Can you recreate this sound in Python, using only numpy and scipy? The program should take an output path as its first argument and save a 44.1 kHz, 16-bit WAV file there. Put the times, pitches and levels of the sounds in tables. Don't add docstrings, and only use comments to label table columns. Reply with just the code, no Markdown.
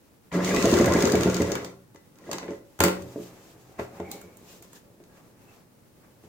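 import sys
import numpy as np
from scipy import signal
from scipy.fft import rfft, irfft, next_fast_len
from scipy.io import wavfile
from scipy.ndimage import uniform_filter1d

SR = 44100
rng = np.random.default_rng(int(sys.argv[2]) if len(sys.argv) > 2 else 0)


def to_wav(s):
    ch = np.atleast_2d(s).T
    pcm = np.round(np.clip(ch, -1, 1) * 32767)
    wavfile.write(sys.argv[1], SR, pcm.astype(np.int16))


N = 276991


def from_db(db):
    return 10 ** (np.asarray(db) / 20)


def rms_one(x):
    return x / np.sqrt(np.mean(x ** 2) + 1e-20)


def in_time(rows):
    seconds, *columns = np.transpose(rows)
    return [np.interp(np.arange(N) / SR, seconds, c, left=-120, right=-120) for c in columns]


def at_hz(points, hz, axis=1):
    points = np.array(points)
    return np.interp(np.log(hz), np.log(points[:, 0]), points[:, axis])


def swell(peak_s, rise_s, fall_s, db):
    t = np.arange(N) / SR - peak_s
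    return from_db(db - 10 * np.maximum(-t / rise_s, t / fall_s))


def drift(rate_hz):
    r = np.exp(-80 * np.pi * rate_hz / SR)
    noise = rng.standard_normal(N // 40 + 2002)
    slow = signal.lfilter([1], [1, -2 * r, r * r], noise)[2000:]
    return np.interp(np.arange(N) / 40, np.arange(len(slow)), rms_one(slow))


def coloured(x, gain):
    size = next_fast_len(N + SR // 4)
    hz = np.maximum(np.fft.rfftfreq(size, 1 / SR), 10)
    return irfft(rfft(x, size) * gain(hz), size)[..., :N]


def spread_noise(spectrum, width, patchy_db):
    mid, side = coloured(rng.standard_normal((2, N)), lambda hz: from_db(at_hz(spectrum, hz)))
    side = coloured(side, lambda hz: from_db(at_hz(width, hz)))
    return rms_one((mid + side * [[1], [-1]]) * from_db(patchy_db * drift(8.4)))


def grains(per_s, spread_db):
    spread = np.minimum(rng.exponential(1, N), 5)
    sizes = from_db(spread_db * spread) * rng.choice([-1, 1], N)
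    return rms_one(sizes * (rng.random(N) < per_s / SR))


def ring(clicks, hz, t60):
    r, w = from_db(-60 / (t60 * SR)), 2 * np.pi * hz / SR
    return signal.lfilter([0, np.sin(w)], [1, -2 * r * np.cos(w), r * r], clicks + 1e-18)


# frequency in Hz, relative level in dB.
AIR_COLOUR = [(15, -53), (25, -7), (76, -6.5), (111, -1), (280, -6.5), (358, -9.5), (538, -12), (787, -20),
              (854, -15), (927, -20.5), (3320, -30), (15200, -31.5), (16500, -26.5)]
# frequency in Hz, side minus mid in dB.
FAR_SIDE = [(60, -7), (180, -7.5), (550, -2.5), (1650, 0.5), (4970, -0.5), (15000, 0)]
AIR_DB = -57


def air():
    return from_db(AIR_DB) * spread_noise(AIR_COLOUR, FAR_SIDE, patchy_db=.8)


# time in seconds, hiss of the gear in dB.
RUNNING = [
    [(.322, -47), (.335, -41.5), (.38, -42), (.43, -40), (.52, -38), (.64, -35.5), (.94, -34), (1.09, -37),
     (1.27, -40.5), (1.43, -43), (1.53, -43), (1.68, -57.5), (1.8, -84)],
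    [(2.15, -83.5), (2.25, -61), (2.33, -52), (2.4, -56.5), (2.5, -59.5), (2.58, -70), (2.68, -89)],
]
FULL_HISS_DB = -37


def shaft(db=FULL_HISS_DB, follows=1):
    return sum(from_db(db + follows * (in_time(part)[0] - FULL_HISS_DB)) for part in RUNNING)


# start in seconds, level in dB, balance of the mids in dB, balance of the top in dB.
TICKS = [(0.3169, -50, 13, -6), (0.3256, -34, -13, -24), (1.946, -61, 7, 10), (1.9585, -41.5, -9.5, -25),
         (2.1564, -50, -12, -21), (2.186, -46, -15, -10), (2.3135, -17.5, -17.5, -15),
         (2.3304, -19, -13, -10.5), (2.383, -24.5, -13, -15), (2.429, -49, 10, -21), (2.481, -47, 7, -22),
         (2.5059, -39, -17, -22), (2.533, -50, 2, -16), (2.79, -58.5, 19.5, 23), (2.8035, -6.5, -9, -5),
         (2.815, -23, -5, -6), (2.827, -21, -15, -9), (2.8371, -4, -11.5, -5), (2.849, -16.5, -7.5, -8),
         (2.864, -22, -8, -8.5), (2.882, -21, -3, -6), (3.021, -37, -60, -8), (3.7953, -36, 4, -28),
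         (4, -39.5, -2.5, -26), (4.114, -23.5, -39, -1.5), (4.2137, -40, -11, 2), (4.37, -45.5, -33.5, 5),
         (4.6235, -39, -18, 1), (4.731, -42, -12, 1), (5.0015, -62, 1.5, -9), (5.038, -46.5, -16, -9.5)]
# start in seconds, level in dB, balance of the mids in dB, balance of the top in dB.
CLICKS = [(0.4464, -19, -16, -14), (0.4918, -22, -15, -16), (0.5457, -17.5, -16, -13),
          (0.5624, -17, -13, -16), (0.6245, -15, -17, -16), (0.6549, -14, -20, -14),
          (0.7133, -19.5, -14, -16), (0.7387, -15, -9, -18), (0.7692, -21, -9, -16),
          (0.7861, -17, -15, -16), (0.8101, -20, -11, -27), (0.8435, -20, -7, -18), (0.8584, -15, -18, -10),
          (0.8854, -38, -13, -14), (0.9218, -19, -13, -20), (0.9363, -16, -23, -13), (0.9652, -24, -8, -16),
          (1.0061, -17.5, -15, -16), (1.0231, -14, -17, -13), (1.0535, -16, -13, -16),
          (1.0715, -21, -13, -16), (1.0984, -20.5, -12, -16), (1.1199, -16, -27, -9),
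          (1.1533, -15.5, -9, -13), (1.1744, -33, -13, -16), (1.2082, -19.5, -13, -14),
          (1.2326, -14.5, -13, -14), (1.2744, -29, -1, -16), (1.2979, -21.5, -15, -21),
          (1.3438, -16.5, -20, -12), (1.3658, -19.5, -14, -15), (1.4187, -19.5, -10.5, -11),
          (1.4451, -34, -9, -14), (1.5179, -17, -19, -13), (1.5529, -21.5, -5.5, -10),
          (1.6457, -23.5, -15.5, -12)]
TICK_PAN_DB, CLICK_PAN_DB = 1.5, 2
PLATE_DB, CLICK_RING_DB = -4, -28


def all_ticks():
    contacts = [(*row, CLICK_PAN_DB, CLICK_RING_DB) for row in CLICKS]
    singles = [(s, db, mids_db, top_db, TICK_PAN_DB, mids_db + PLATE_DB) for s, db, mids_db, top_db in TICKS]
    return np.transpose(contacts + singles)


# mode in Hz, level in dB, 60 dB decay in seconds,
# dB more with a hand on the wheel, further dB once the lever is lifted.
IRON_MODES = [(1045, -16, 0.13, 9, -1.5), (1137, -21.5, .1, 5, 5.5), (1307, -20, 0.13, -4, 3),
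              (1392, -15, 0.23, -2, 9), (1651, -17, 0.25, 3, -9), (1898, -21.5, 0.11, -1, 7),
              (1997, -13.5, 0.42, -11, -5), (2290, -21, .15, -5, 4), (6600, 0.5, 0.03, -4.5, 0)]
# frequency in Hz, relative level in dB.
CRACK_COLOUR = [(470, -28), (800, 7.5), (2070, 1), (3390, -3.5), (3660, 0), (4100, -4.5), (4480, 2.5),
                (5410, -3), (6710, 3.5), (11000, -21), (13600, -14), (15100, -12), (16500, -38)]
# dB at full speed, dB per dB of hiss.
IRON_SHAKE = (-28.5, 0.84)
CRACK_S, RATTLE_S, RATTLE_DB = 0.0018, 0.032, -24
TOP_PAN_DB = -5.5
TOP_RING_DB = -17
HAND_ON_S, LIFTED_S = 2.1, 2.7
SHAKE_T60_S = 0.037


def iron():
    s, level_db, mids_db, top_db, pan_db, ring_db = all_ticks()
    at, cracked = (s * SR).astype(int), np.zeros((2, N))
    t = np.arange(3000) / SR
    crack = (1 - np.exp(-t / 0.001)) * np.exp(-t / CRACK_S)
    rattle = from_db(RATTLE_DB) * np.exp(-t / RATTLE_S)
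    puffs = rng.standard_normal((len(at), 2, len(t))) * (crack + rattle)
    splits = [(3000, "low", mids_db + 10.5, 0),
              ([3000, 9500], "band", 0, 0),
              (9500, "high", top_db + 14.5, TOP_PAN_DB)]
    for edge_hz, kind, balance_db, lean_db in splits:
        band = np.zeros((2, N))
        gain = from_db(level_db + balance_db + (pan_db + lean_db) * [[.5], [-.5]])
        for i, start in enumerate(at):
            band[:, start:start + len(t)] += gain[:, [i]] * puffs[i]
        cracked += signal.sosfilt(signal.butter(3, edge_hz, kind, fs=SR, output="sos"), band + 1e-18)
    cracked = coloured(cracked, lambda hz: from_db(at_hz(CRACK_COLOUR, hz) + 5))

    rings, luck_db = 0, rng.normal(0, 2.5, (len(at), len(IRON_MODES)))
    shaken = shaft(*IRON_SHAKE)
    for k, (hz, mode_db, t60, held_db, lifted_db) in enumerate(IRON_MODES):
        lower = hz < 3000
        if lower:
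            cracked += from_db(mode_db) * shaken * rms_one(ring(grains(250, 5.3), hz, SHAKE_T60_S))
        strike_db = level_db + (ring_db if lower else TOP_RING_DB) + mode_db + luck_db[:, k]
        strike_db = strike_db + held_db * (s > HAND_ON_S) + lifted_db * (s > LIFTED_S)
        clicks = np.zeros(N)
        clicks[at] += from_db(strike_db)
        rings = rings + ring(clicks, hz, t60)
    return cracked, rings


def narrow_hiss(hz, gain, orders, width_hz):
    turns = np.cumsum(hz) / SR
    tone = 0
    for multiple, db in orders:
        angle = 2 * np.pi * multiple * turns
        wander_hz = multiple * width_hz
        tone = tone + from_db(db) * (drift(wander_hz) * np.sin(angle) + drift(wander_hz) * np.cos(angle))
    return gain * tone


# peak in seconds, rise in seconds, fall in seconds,
# level in dB, pitch in Hz, glide in Hz per second, width in Hz.
SQUEAKS = [(.319, 0.0026, 0.0053, -40, 1915, 4, 150), (2.482, 0.007, 0.012, -53.5, 2145, 1.5, 100),
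           (3.68, 0.086, 0.12, -53, 125.5, -2, 4.1), (4.069, 0.05, 0.14, -53, 2230, 120.5, 90),
           (4.118, 0.29, 0.056, -52.5, 801, 99.5, 36), (4.51, 0.023, 0.03, -66, 2470, -4, 19),
           (4.765, 0.038, 0.018, -61, 1745, 3, 140), (5.14, .05, 0.071, -69.5, 1640, -0.5, 31),
           (5.5, 0.055, 0.036, -67, 2630, 3.5, 79)]
# peak in seconds, rise in seconds, fall in seconds,
# level in dB, pitch in Hz, glide in Hz per second, width in Hz.
HUMS = [(.64, 0.15, 0.13, -29.5, 437.4, -4.5, 13.5), (1.13, 0.18, 0.063, -26.5, 432, 251.5, 12)]


def squeaks(rows):
    t = np.arange(N) / SR
    return sum(narrow_hiss(hz + glide * (t - s), swell(s, rise, fall, db), [(1, 0)], width_hz)
               for s, rise, fall, db, hz, glide, width_hz in rows)


# frequency in Hz, relative level in dB.
GEAR_COLOUR = [(1530, -19.5), (2600, -7.5), (5300, -10.5), (6730, -7), (7380, -12), (10300, -19.5),
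               (11200, -26), (15000, -16), (16000, -25), (16500, -53)]
# frequency in Hz, side minus mid in dB.
NEAR_SIDE = [(60, -35), (150, -35), (380, -24.5), (950, -3.5), (2380, -1), (5980, 1), (15000, -1.5)]


def gear():
    grit = 1 + 0.2 * uniform_filter1d(np.abs(grains(300, 8.3)), size=40)
    return shaft() * grit * spread_noise(GEAR_COLOUR, NEAR_SIDE, patchy_db=2)


# peak in seconds, rise in seconds, fall in seconds, level in dB.
WHINE_SWELL = (.61, .4, .06, -37.5)
# multiple of the pitch, level in dB.
WHINE_ORDERS = [(1, -6), (2, -3), (3, -11), (4, -14), (6, -11)]
MOTOR_ON_S, TOP_HZ, START_HZ, SPIN_UP_S = .33, 1575, 475, .185
WHINE_WIDTH_HZ = 45


def whine():
    t = np.arange(N) / SR
    motor_hz = TOP_HZ - (TOP_HZ - START_HZ) * np.exp(-np.maximum(t - MOTOR_ON_S, 0) / SPIN_UP_S)
    return narrow_hiss(motor_hz, swell(*WHINE_SWELL) * (t > MOTOR_ON_S), WHINE_ORDERS, WHINE_WIDTH_HZ)


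# time in seconds, blow into the table in dB, deep boom in dB.
STITCHES = [(0.434, -51, -80), (0.5311, -21, -31.5), (0.6416, -11.5, -31), (0.726, -10.5, -29),
            (0.7977, -10, -28), (0.8716, -12.5, -27), (0.9517, -13, -35), (1.0393, -12, -35),
            (1.1369, -10, -29), (1.2578, -11, -25.5), (1.4003, -13, -28.5), (1.6192, -30.5, -48)]


def beat(depth_db, share):
    turn = np.interp(np.arange(N) / SR, [row[0] for row in STITCHES], np.arange(len(STITCHES)))
    return from_db(depth_db * np.cos(2 * np.pi * (turn - share)))


# peak in seconds, rise in seconds, fall in seconds, level in dB.
JOLT = (.355, .012, .08, -23)
# dB at full speed, dB per dB of hiss.
RUMBLE_FOLLOWS, SCRAPE_FOLLOWS = [(-26.5, 0.92), (-36.5, 1)]
THROB_HZ, THROB_DB, THROB_SHARE = 180.1, -19.5, 0.13
THROB_DEPTH_DB = 16.5


def throb():
    turning = from_db(THROB_DB) * beat(THROB_DEPTH_DB, THROB_SHARE) * shaft(*RUMBLE_FOLLOWS)
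    return (swell(*JOLT) + turning) * np.sin(2 * np.pi * THROB_HZ * np.arange(N) / SR)


# start in seconds, level in dB, deep boom in dB, hardness in dB, low notes in dB.
THUDS = [(1.947, -40.5, -65, -14, -8), (2.213, -54, -74, -8, -5), (2.248, -51, -78, -3, -11),
         (2.291, -28, -76, -5, -15), (2.313, -30.5, -70, -16, -11), (2.343, -30, -77, -4, -12),
         (2.428, -30.5, -70, -6, -14), (2.461, -44, -68, 7, -6), (2.485, -24.5, -50.5, -22, -3),
         (2.507, -23.5, -60, -17, -5), (2.792, -35.5, -28, -4, 0), (2.804, -9.5, -43, -11, -5.5),
         (2.822, -17, -73, -10, -11), (2.839, -8, -51, -15, 3), (2.862, -13.5, -66, -18, -3),
         (3.005, -56, -42, -23, -2), (3.037, -69, -45, -25, 1), (3.159, -21, -70, -13, -4),
         (3.199, -30, -53, -23, 5), (3.694, -44, -67, -13, -1), (3.784, -54, -43.5, -2, 3),
         (3.793, -21.5, -43, -7, -3), (3.932, -52, -65, 6, 1), (3.999, -25, -47.5, -4, -1.5),
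         (4.116, -55, -66, 7, -10), (4.238, -38.5, -54, -25, 8), (4.29, -49.5, -65, -25, 6),
         (4.41, -46.5, -76, -25, 8), (5.001, -45.5, -75, 0, -3.5), (6.033, -58, -65, 3.5, 1),
         (6.238, -44, -56, -15, 9)]
BLOW_HARD_DB, BLOW_LOW_DB = -27, 6.5
REBOUND_S, REBOUND_DB, REBOUND_HARD_DB = 0.0085, -5, -4.5


def all_thuds():
    blows = [(s, db, boom_db, BLOW_HARD_DB, BLOW_LOW_DB) for s, db, boom_db in STITCHES]
    rebounds = [(s + REBOUND_S, db + REBOUND_DB, -120, REBOUND_HARD_DB, 0) for s, db, _ in STITCHES]
    return np.transpose(blows + rebounds + THUDS)


# mode in Hz, level in dB, 60 dB decay in seconds.
TABLE_MODES = [(88.3, 2, 0.25), (123.7, -8.5, 0.88), (184.3, -5.5, 0.47), (234.4, -2, 0.094),
               (297.8, 0.5, 0.21), (346, -2.5, 0.15), (385.6, -5.5, 0.3), (428.2, -0.5, 0.11),
               (511, -6.5, 0.17), (562, -7.5, 0.34), (634, -3, 0.059), (695, -4.5, 0.027),
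               (900, -14, 0.089), (1077, -7.5, 0.026)]
# time in seconds, level in dB.
HANDLING = [(2.95, -46), (3.01, -46.5), (3.1, -51.5), (3.28, -60.5), (3.51, -58.5), (3.81, -67),
            (3.98, -50), (4.13, -47), (4.25, -57.5), (4.89, -63), (5.26, -64), (5.8, -73.5), (6.28, -70)]
JOLT_RUMBLE_DB = -9


def table():
    s, level_db, boom_db, hard_db, low_db = all_thuds()
    at, shape = (s * SR).astype(int), (len(s), len(TABLE_MODES))
    luck_db = rng.normal(0, 3.76, shape)
    late = (rng.random(shape) * 0.0013 * SR).astype(int)
    booms, blows, shaking = 0, 0, 0
    for k, (hz, mode_db, t60) in enumerate(TABLE_MODES):
        clicks = np.zeros(N)
        if hz < 140:
            clicks[at] = from_db(boom_db + mode_db + 2.5 + luck_db[:, k])
            booms = booms - ring(clicks, hz, t60)
        else:
            balance_db = (hard_db + 12) * (hz > 600) + low_db * (hz < 260) - 12
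            clicks[at + late[:, k]] = from_db(level_db + balance_db + mode_db + luck_db[:, k])
            blows = blows + ring(clicks, hz, t60)
            shaking = shaking + from_db(mode_db) * ring(grains(500, 2.87), hz, t60 * 0.41)
    booms = signal.sosfilt(signal.butter(3, [66, 140], "band", fs=SR, output="sos"), booms)
    blows = signal.sosfilt(signal.butter(2, [170, 900], "band", fs=SR, output="sos"), blows)
    jolt = from_db(JOLT_RUMBLE_DB) * swell(*JOLT)
    rumble = shaft(*RUMBLE_FOLLOWS) + jolt + from_db(in_time(HANDLING)[0])
    flicker = from_db(2 * drift(28))
    return booms + from_db(1.5) * blows + rumble * flicker * rms_one(shaking)


# peak in seconds, rise in seconds, fall in seconds, bright rustle in dB, scrape in dB.
STROKES = [(2.95, 0.022, 0.072, -68, -46), (3.24, 0.32, 0.4, -53.5, -52.5),
           (3.792, 0.0042, 0.037, -50, -36), (3.98, 0.13, 0.27, -59, -51.5),
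           (4.12, 0.016, 0.062, -54, -52.5), (4.53, 0.073, 0.059, -52, -55.5),
           (4.63, 0.0041, 0.068, -57, -63), (4.76, 0.019, 0.03, -52.5, -57),
           (5.18, 0.087, 0.13, -64, -58.5), (5.54, 0.13, 0.087, -65.5, -57.5),
           (6.039, 0.017, 0.072, -68.5, -59.5), (6.239, 0.022, 0.14, -65.5, -61)]
# frequency in Hz, relative level in dB.
SCRAPE_COLOUR = [(440, 5.5), (750, 3), (1220, 1), (1350, -3.5), (1510, -3), (2010, -4), (2700, -9.5),
                 (3510, -48), (5940, -120)]
# frequency in Hz, relative level in dB.
RUSTLE_COLOUR = [(1530, -28), (2600, -1), (4720, -2.5), (6940, 0), (9910, -9.5), (15000, -4), (16100, -18),
                 (16500, -42.5)]


def cloth():
    rustle = sum(swell(s, rise, fall, db) for s, rise, fall, db, _ in STROKES)
    strokes = sum(swell(s, rise, fall, db) for s, rise, fall, _, db in STROKES)
    scrape = shaft(*SCRAPE_FOLLOWS) + strokes
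    scraping = scrape * spread_noise(SCRAPE_COLOUR, NEAR_SIDE, patchy_db=1)
    return scraping + rustle * spread_noise(RUSTLE_COLOUR, FAR_SIDE, patchy_db=2.5)


def bands():
    edges = 25 * 2 ** np.arange(0, 9.6, .5)
    for low, high in zip(edges, edges[1:]):
        yield np.sqrt(low * high), signal.butter(2, [low, high], "band", fs=SR, output="sos")


def widen(mid, side, side_db):
    g = from_db(side_db)
    return (mid + g * side * [[1], [-1]]) * np.sqrt(2 / (1 + g * g))


# frequency in Hz, 60 dB decay in seconds, relative level in dB.
ROOM = [(102, 1, -27), (416, 0.38, -0.5), (1510, 0.25, 4), (4950, 0.24, 2.5), (15400, 0.22, -2)]
ROOM_DB = 3


def room(x):
    t = np.arange(int(.6 * SR)) / SR
    mid, side = rng.standard_normal((2, len(t))) * np.clip(t / 0.0026, 0, 1)
    tail = 0
    for hz, sos in bands():
        t60 = at_hz(ROOM, hz)
        pair = from_db(at_hz(ROOM, hz, axis=2)) * widen(mid, side, at_hz(NEAR_SIDE, hz) + 4)
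        tail = tail + signal.sosfilt(sos, pair) * from_db(-60 * t / t60) / np.sqrt(t60 * SR / 7)
    answer = rfft(tail, 2 * len(t))
    power = np.abs(answer) ** 2
    even = np.sqrt(uniform_filter1d(power, size=150) / (uniform_filter1d(power, size=14) + 1e-20))
    tail = irfft(answer * even)[:, :len(t)]
    return signal.fftconvolve(x[None], tail, axes=1)[:, :N]


def scene():
    hums = squeaks(HUMS) * (np.arange(N) / SR > MOTOR_ON_S)
    cracks, rings = iron()
    machine = cracks + squeaks(SQUEAKS) + whine() + throb() + table() + hums
    answer = from_db(ROOM_DB) * room(machine[0])
    return air() + machine + rings + answer + gear() + cloth()


# frequency in Hz, left minus right in dB.
TILT = [(300, -0.5), (1400, 2), (2800, -1.5), (5600, 3.5), (9000, -1), (14000, 0)]
CUTOFF_HZ = 16800


def record(dry):
    heard = coloured(dry, lambda hz: from_db(at_hz(TILT, hz) * [[.5], [-.5]]))
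    heard = signal.sosfilt(signal.butter(1, 50, "high", fs=SR, output="sos"), heard)
    heard = .82 * np.tanh(heard / .82)
    return signal.sosfilt(signal.cheby2(18, 70, CUTOFF_HZ, fs=SR, output="sos"), heard)


dry = scene()
out = record(dry)
to_wav(out)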